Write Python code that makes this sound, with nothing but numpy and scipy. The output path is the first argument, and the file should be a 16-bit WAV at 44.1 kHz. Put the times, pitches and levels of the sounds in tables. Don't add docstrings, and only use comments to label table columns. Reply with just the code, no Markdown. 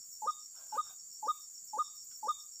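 import sys
import numpy as np
from scipy import signal
from scipy.fft import rfft, irfft, next_fast_len
from scipy.io import wavfile
from scipy.ndimage import uniform_filter1d, map_coordinates

SR = 44100
rng = np.random.default_rng(int(sys.argv[2]) if len(sys.argv) > 2 else 0)


def transcribe(signal):
    frames = np.atleast_2d(signal).T
    limited = np.clip(frames, -1, 1)
    pcm = np.round(limited * 32767).astype(np.int16)
    wavfile.write(sys.argv[1], SR, pcm)


def ratio(d):
    e = np.asarray(d, float) / 20
    return 10 ** e


N = 114660


def unit(x):
    return x / np.sqrt(np.mean(x ** 2) + 1e-20)


def along(points, hz):
    f, value = np.transpose(points)
    return np.interp(np.log(hz + 1), np.log(f + 1), value)


def wobble(rate, size=N):
    knots = rng.standard_normal(size // 100 + 8)
    return map_coordinates(knots, [np.arange(size) * rate / SR], mode="wrap")


def coloured(x, points):
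    m = next_fast_len(len(x) + 8192)
    gain = ratio(along(points, np.fft.rfftfreq(m, 1 / SR)))
    return irfft(rfft(x, m) * gain, m)[:len(x)]


def rush(spectrum, patchy_db, bins=4, frames=6):
    z = signal.stft(rng.standard_normal(N + 512), nperseg=512)[2]
    field = uniform_filter1d(rng.standard_normal(z.shape), size=bins, axis=0)
    field = uniform_filter1d(field, size=frames, axis=1)
    noise = signal.istft(z * ratio(patchy_db * unit(field)), nperseg=512)[1][:N]
    return unit(coloured(noise, spectrum))


def bump(t, centre, rise, fade):
    width = np.where(t < centre, rise, fade)
    return np.exp(-.5 * ((t - centre) / width) ** 2)


# f/Hz, level/dB per Hz
AIR_SPECTRUM = [(150, -34), (250, -9.5), (1080, -14.5), (1170, -9.5), (1340, -12.5), (3050, -17),
                (4200, -15), (5460, -40.5), (9240, -120)]


def open_air():
    return ratio(-82 + 0.37 * wobble(3.7)) * rush(AIR_SPECTRUM, patchy_db=1.5)


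# f/Hz, level/dB
WIND_SPECTRUM = [(15, -57.5), (25, -26), (32, -26.5), (70, 0), (249, -6), (300, -12.5), (390, -42.5),
                 (660, -120)]


def wind():
    gusts_db = 1.2 * wobble(6) + 2 * wobble(25)
    return ratio(-84.5 + gusts_db) * rush(WIND_SPECTRUM, patchy_db=2.5)


# f/Hz, level/dB
CICADA_BAND = [(3590, -51), (6100, -29), (6200, -20), (6480, -10.5), (6690, 1.5), (7180, 4.5), (7920, -4.5),
               (9480, -29), (10100, -30.5), (13100, -65.5), (22000, -120)]
BUZZ_BAND = [(12000, -40.5), (12800, -16.5), (13500, -4), (14200, 0.5), (14800, 6), (15500, -11)]
FAR_CRICKET_BAND = [(3900, -50.5), (4250, -15), (4640, -1.5), (5140, -13), (5650, 8), (6160, -12.5),
                    (6500, -15.5), (7000, -65.5)]
KATYDID_BAND = [(9000, -45), (10000, -22.5), (10600, -1), (10900, 5), (12000, -6), (12600, -11.5),
                (13500, -5.5), (15500, -11)]
# t/s, level/dB
BUZZ_LEVEL = [(0.0, -68), (0.18, -62.5), (0.3, -68.5), (0.78, -66), (0.82, -72.5), (0.93, -64.5),
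              (1.03, -73.5), (1.05, -68.5), (1.09, -70), (1.14, -58.5), (1.15, -67), (1.43, -64),
              (1.45, -69.5), (1.67, -64), (1.92, -69), (2.19, -62), (2.25, -68), (2.6, -65)]


def insect_drone():
    cicadas = ratio(-51.5 + .4 * wobble(1) + 0.55 * wobble(140)) * rush(CICADA_BAND, patchy_db=0.97)
    buzz_db = 1.5 + np.interp(np.arange(N) / SR, *np.transpose(BUZZ_LEVEL))
    buzz_db += 1.9 * wobble(22) + 1.2 * wobble(97)
    buzz = ratio(buzz_db) * rush(BUZZ_BAND, patchy_db=1.9)
    far_crickets = ratio(-64.5 + 0.55 * wobble(6)) * rush(FAR_CRICKET_BAND, patchy_db=1.94)
    katydids = ratio(-71.5) * rush(KATYDID_BAND, patchy_db=1.3)
    return cicadas + buzz + far_crickets + katydids


CHIRP_ONSETS = [.006, .119, .252, .403, .553, .686, .83, .987, 1.105, 1.252, 1.41, 1.545, 1.677, 1.822,
                1.958, 2.104, 2.248, 2.393, 2.524]
STROKE_COUNTS = [4, 6, 6, 6, 4, 6, 6, 3, 7, 6, 5, 4, 4, 6, 7, 6, 6, 4, 5]
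STROKE_PERIOD_S, STROKE_WIDTH_S = .0115, 0.0025
WING_HZ, WING_SPREAD_HZ, SWEEP_HZ_PER_S = 5500, 10, -50000
CRICKET_DB, GRASS_ECHO_DB, GRASS_T60_S = -48.5, -8, .13


def cricket():
    lead_s = .01
    out = np.zeros(N + SR)
    t = np.arange(SR // 8) / SR - lead_s
    for start, count in zip(CHIRP_ONSETS, STROKE_COUNTS):
        timing, strength, tuning, phase = rng.standard_normal((count, 4)).T
        stroke = np.arange(count)
        at = stroke * STROKE_PERIOD_S + 0.00027 * timing
        size = ratio(CRICKET_DB + 2.2 * strength - 4.5 * (stroke == 0))
        u = t - at[:, None]
        hz = WING_HZ + WING_SPREAD_HZ * tuning
        cycles = hz[:, None] * u + SWEEP_HZ_PER_S * u ** 2 / 2 + phase[:, None]
        strokes = size[:, None] * bump(u, 0, STROKE_WIDTH_S, STROKE_WIDTH_S) * np.sin(2 * np.pi * cycles)
        out[round(start * SR):][:len(t)] += strokes.sum(axis=0)
    direct = out[round(lead_s * SR):][:N]
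    echo_t = np.arange(SR // 4) / SR
    tail = rng.standard_normal(len(echo_t)) * ratio(-60 * echo_t / GRASS_T60_S)
    echo = signal.fftconvolve(direct, tail / np.linalg.norm(tail))[:N]
    return direct + ratio(GRASS_ECHO_DB) * echo


# f/Hz, level/dB
TRUNK_RESPONSE = [(600, -38.5), (860, -32), (1120, -20.5), (1230, -25.5), (1700, -24), (3300, 8),
                  (3520, 13.5), (3750, 4)]
ECHO_START_S, ECHO_HOLD_S, ECHO_LUMPS_DB = .006, .14, 2.2
ECHO_SAG_DB_PER_S, ECHO_FALL_DB_PER_S = 110, 220


def trunk_echoes(x):
    t = np.arange(SR // 2) / SR
    decay_db = -ECHO_SAG_DB_PER_S * t - ECHO_FALL_DB_PER_S * np.maximum(t - ECHO_HOLD_S, 0)
    decay = ratio(decay_db + ECHO_LUMPS_DB * wobble(75, size=len(t)))
    decay = decay * np.clip(t / ECHO_START_S - 1, 0, 1)
    scatter = coloured(rng.standard_normal(len(t)), TRUNK_RESPONSE)
    return signal.fftconvolve(x, scatter * decay / np.linalg.norm(decay))


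# t/s, low note length/s, high note length/s, level/dB, overtone level/dB
CALLS = [
    (0.217, 0.048, 0.049, -1, -2.5),
    (.721, 0.049, 0.048, -1, 0.5),
    (1.224, 0.05, 0.05, 0, -0.5),
    (1.729, 0.051, 0.052, -0.45, -0.5),
    (2.226, 0.05, 0.049, -0.5, 3.5),
]
# t/s, f/Hz
CALL_PITCH = [(0, 885), (.008, 864), (.03, 839), (.037, 880), (.044, 950), (.049, 1030), (.06, 1170),
              (.068, 1245), (.08, 1220)]
# t/s, level/dB
CALL_LEVEL = [(0, -64.5), (.006, -38.5), (.042, -38), (.048, -54), (.059, -31), (.078, -28.5),
              (.088, -30.5), (.097, -40.5), (.103, -68.5)]
# f/Hz, level/dB per Hz
BREATH_SPECTRUM = [(120, -38), (210, -8), (280, 3), (350, -12), (450, -2), (600, -11), (1000, -16.5),
                   (1700, -41)]
BREAK_S, END_S = .048, .103


def waterhen():
    out, size = np.zeros(N + SR), SR // 6
    for start, low_s, high_s, db, bright_db in CALLS:
        t = np.interp(np.arange(size) / SR, [0, low_s, low_s + high_s, 1], [0, BREAK_S, END_S, 1])
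        hz = uniform_filter1d(np.interp(t, *np.transpose(CALL_PITCH)), size=90)
        hz = hz * (1 + .003 * wobble(82, size=size))
        level_db = np.interp(t, *np.transpose(CALL_LEVEL), right=-140)
        level_db = uniform_filter1d(level_db, size=60) + .35 * wobble(110.3, size=size)
        phase = 2 * np.pi * np.cumsum(hz) / SR
        whistle = ratio(level_db) * np.sin(phase)
        third_partial = ratio(-53.5 + bright_db) * bump(t, 0.0665, .002, 0.0069) * np.sin(3 * phase)
        subharmonics = ratio(-42.5) * np.sin(phase / 2) + ratio(-61.5) * np.sin(1.5 * phase)
        doubling = bump(t, BREAK_S, .003, 0.0062) * subharmonics
        breath = unit(coloured(rng.standard_normal(size), BREATH_SPECTRUM))
        breath = ratio(-62) * bump(t, 0.038, 0.026, 0.026) * breath
        voice = ratio(db) * (np.sqrt(2) * (whistle + third_partial + doubling) + breath)
        voice *= np.clip(t / .003, 0, 1)
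        echoes = trunk_echoes(voice)
        first = round(start * SR)
        out[first:][:size] += voice
        out[first:][:len(echoes)] += echoes
    return out[:N]


# t/s, rise/s, fade/s, level/dB
LEAF_SWELLS = [
    (.552, 0.0086, 0.033, -74),
    (0.598, 0.026, 0.068, -67),
    (0.759, 0.021, .03, -60.5),
    (0.882, .03, 0.044, -66),
]
# f/Hz, level/dB per Hz
LEAF_SPECTRUM = [(350, -19.5), (600, -3.5), (1000, -4.5), (1550, 1), (1850, -22), (2500, -13), (4000, -15),
                 (13000, -21.5)]


def leaf_rustle():
    t = np.arange(N) / SR
    swell = sum(ratio(db) * bump(t, s, rise, fade) for s, rise, fade, db in LEAF_SWELLS)
    return swell * ratio(2.5 * wobble(70)) * rush(LEAF_SPECTRUM, patchy_db=5.0, bins=1, frames=7)


# t/s, level/dB
LEAF_SNAPS = [
    (.556, -68),
    (.61, -69.5),
    (.765, -64.5),
    (.868, -70),
    (2.112, -67.5),
]
# f/Hz, level/dB per Hz
SNAP_SPECTRUM = [(3000, -30), (8000, -6.5), (10000, -2.5), (12800, 2.5), (15500, -6.5)]


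def leaf_crackle():
    t, fade_s = np.arange(N) / SR, .006
    snaps = sum(ratio(db) * bump(t, s, fade_s / 2, fade_s) for s, db in LEAF_SNAPS)
    return snaps * rush(SNAP_SPECTRUM, patchy_db=-1.5)


# t/s, f/Hz, level/dB
PEEPS = [
    (1.351, 2310, -77.5),
    (1.37, 2578, -83),
    (2.364, 2350, -84.5),
]


def faint_peeps():
    t, width_s, rough_db = np.arange(N) / SR, .02, 5
    out = np.zeros(N)
    for s, hz, db in PEEPS:
        envelope = ratio(db + rough_db * wobble(80)) * bump(t, s, width_s, width_s)
        out += envelope * np.sin(2 * np.pi * hz * t)
    return out


# f/Hz, level/dB per Hz
TWIG_SPECTRUM = [(900, -33), (1200, -19.5), (1450, -3), (1700, -25.5), (2500, -16), (3000, -17),
                 (3450, -13.5), (4200, -36.5)]


def twig_snap():
    start_s, level_db, t60_s = 2.111, -67.5, .16
    t = np.arange(N) / SR
    decay = ratio(level_db - 60 * np.abs(t - start_s) / t60_s) * (t > start_s)
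    return decay * rush(TWIG_SPECTRUM, patchy_db=2.0, bins=1, frames=9)


def scene():
    weather = open_air() + wind()
    animals = waterhen() + cricket() + insect_drone()
    litter = twig_snap() + leaf_rustle() + leaf_crackle()
    return (weather + animals + litter + faint_peeps())[None]


def low_pass(x):
    return signal.sosfilt(signal.butter(12, 16570, fs=SR, output="sos"), x)


def record(dry):
    passed = np.fft.rfftfreq(N, 1 / SR) < 15500
    mix = irfft(rfft(dry) * passed, N)
    return low_pass(mix)


dry = scene()
out = record(dry)
transcribe(out)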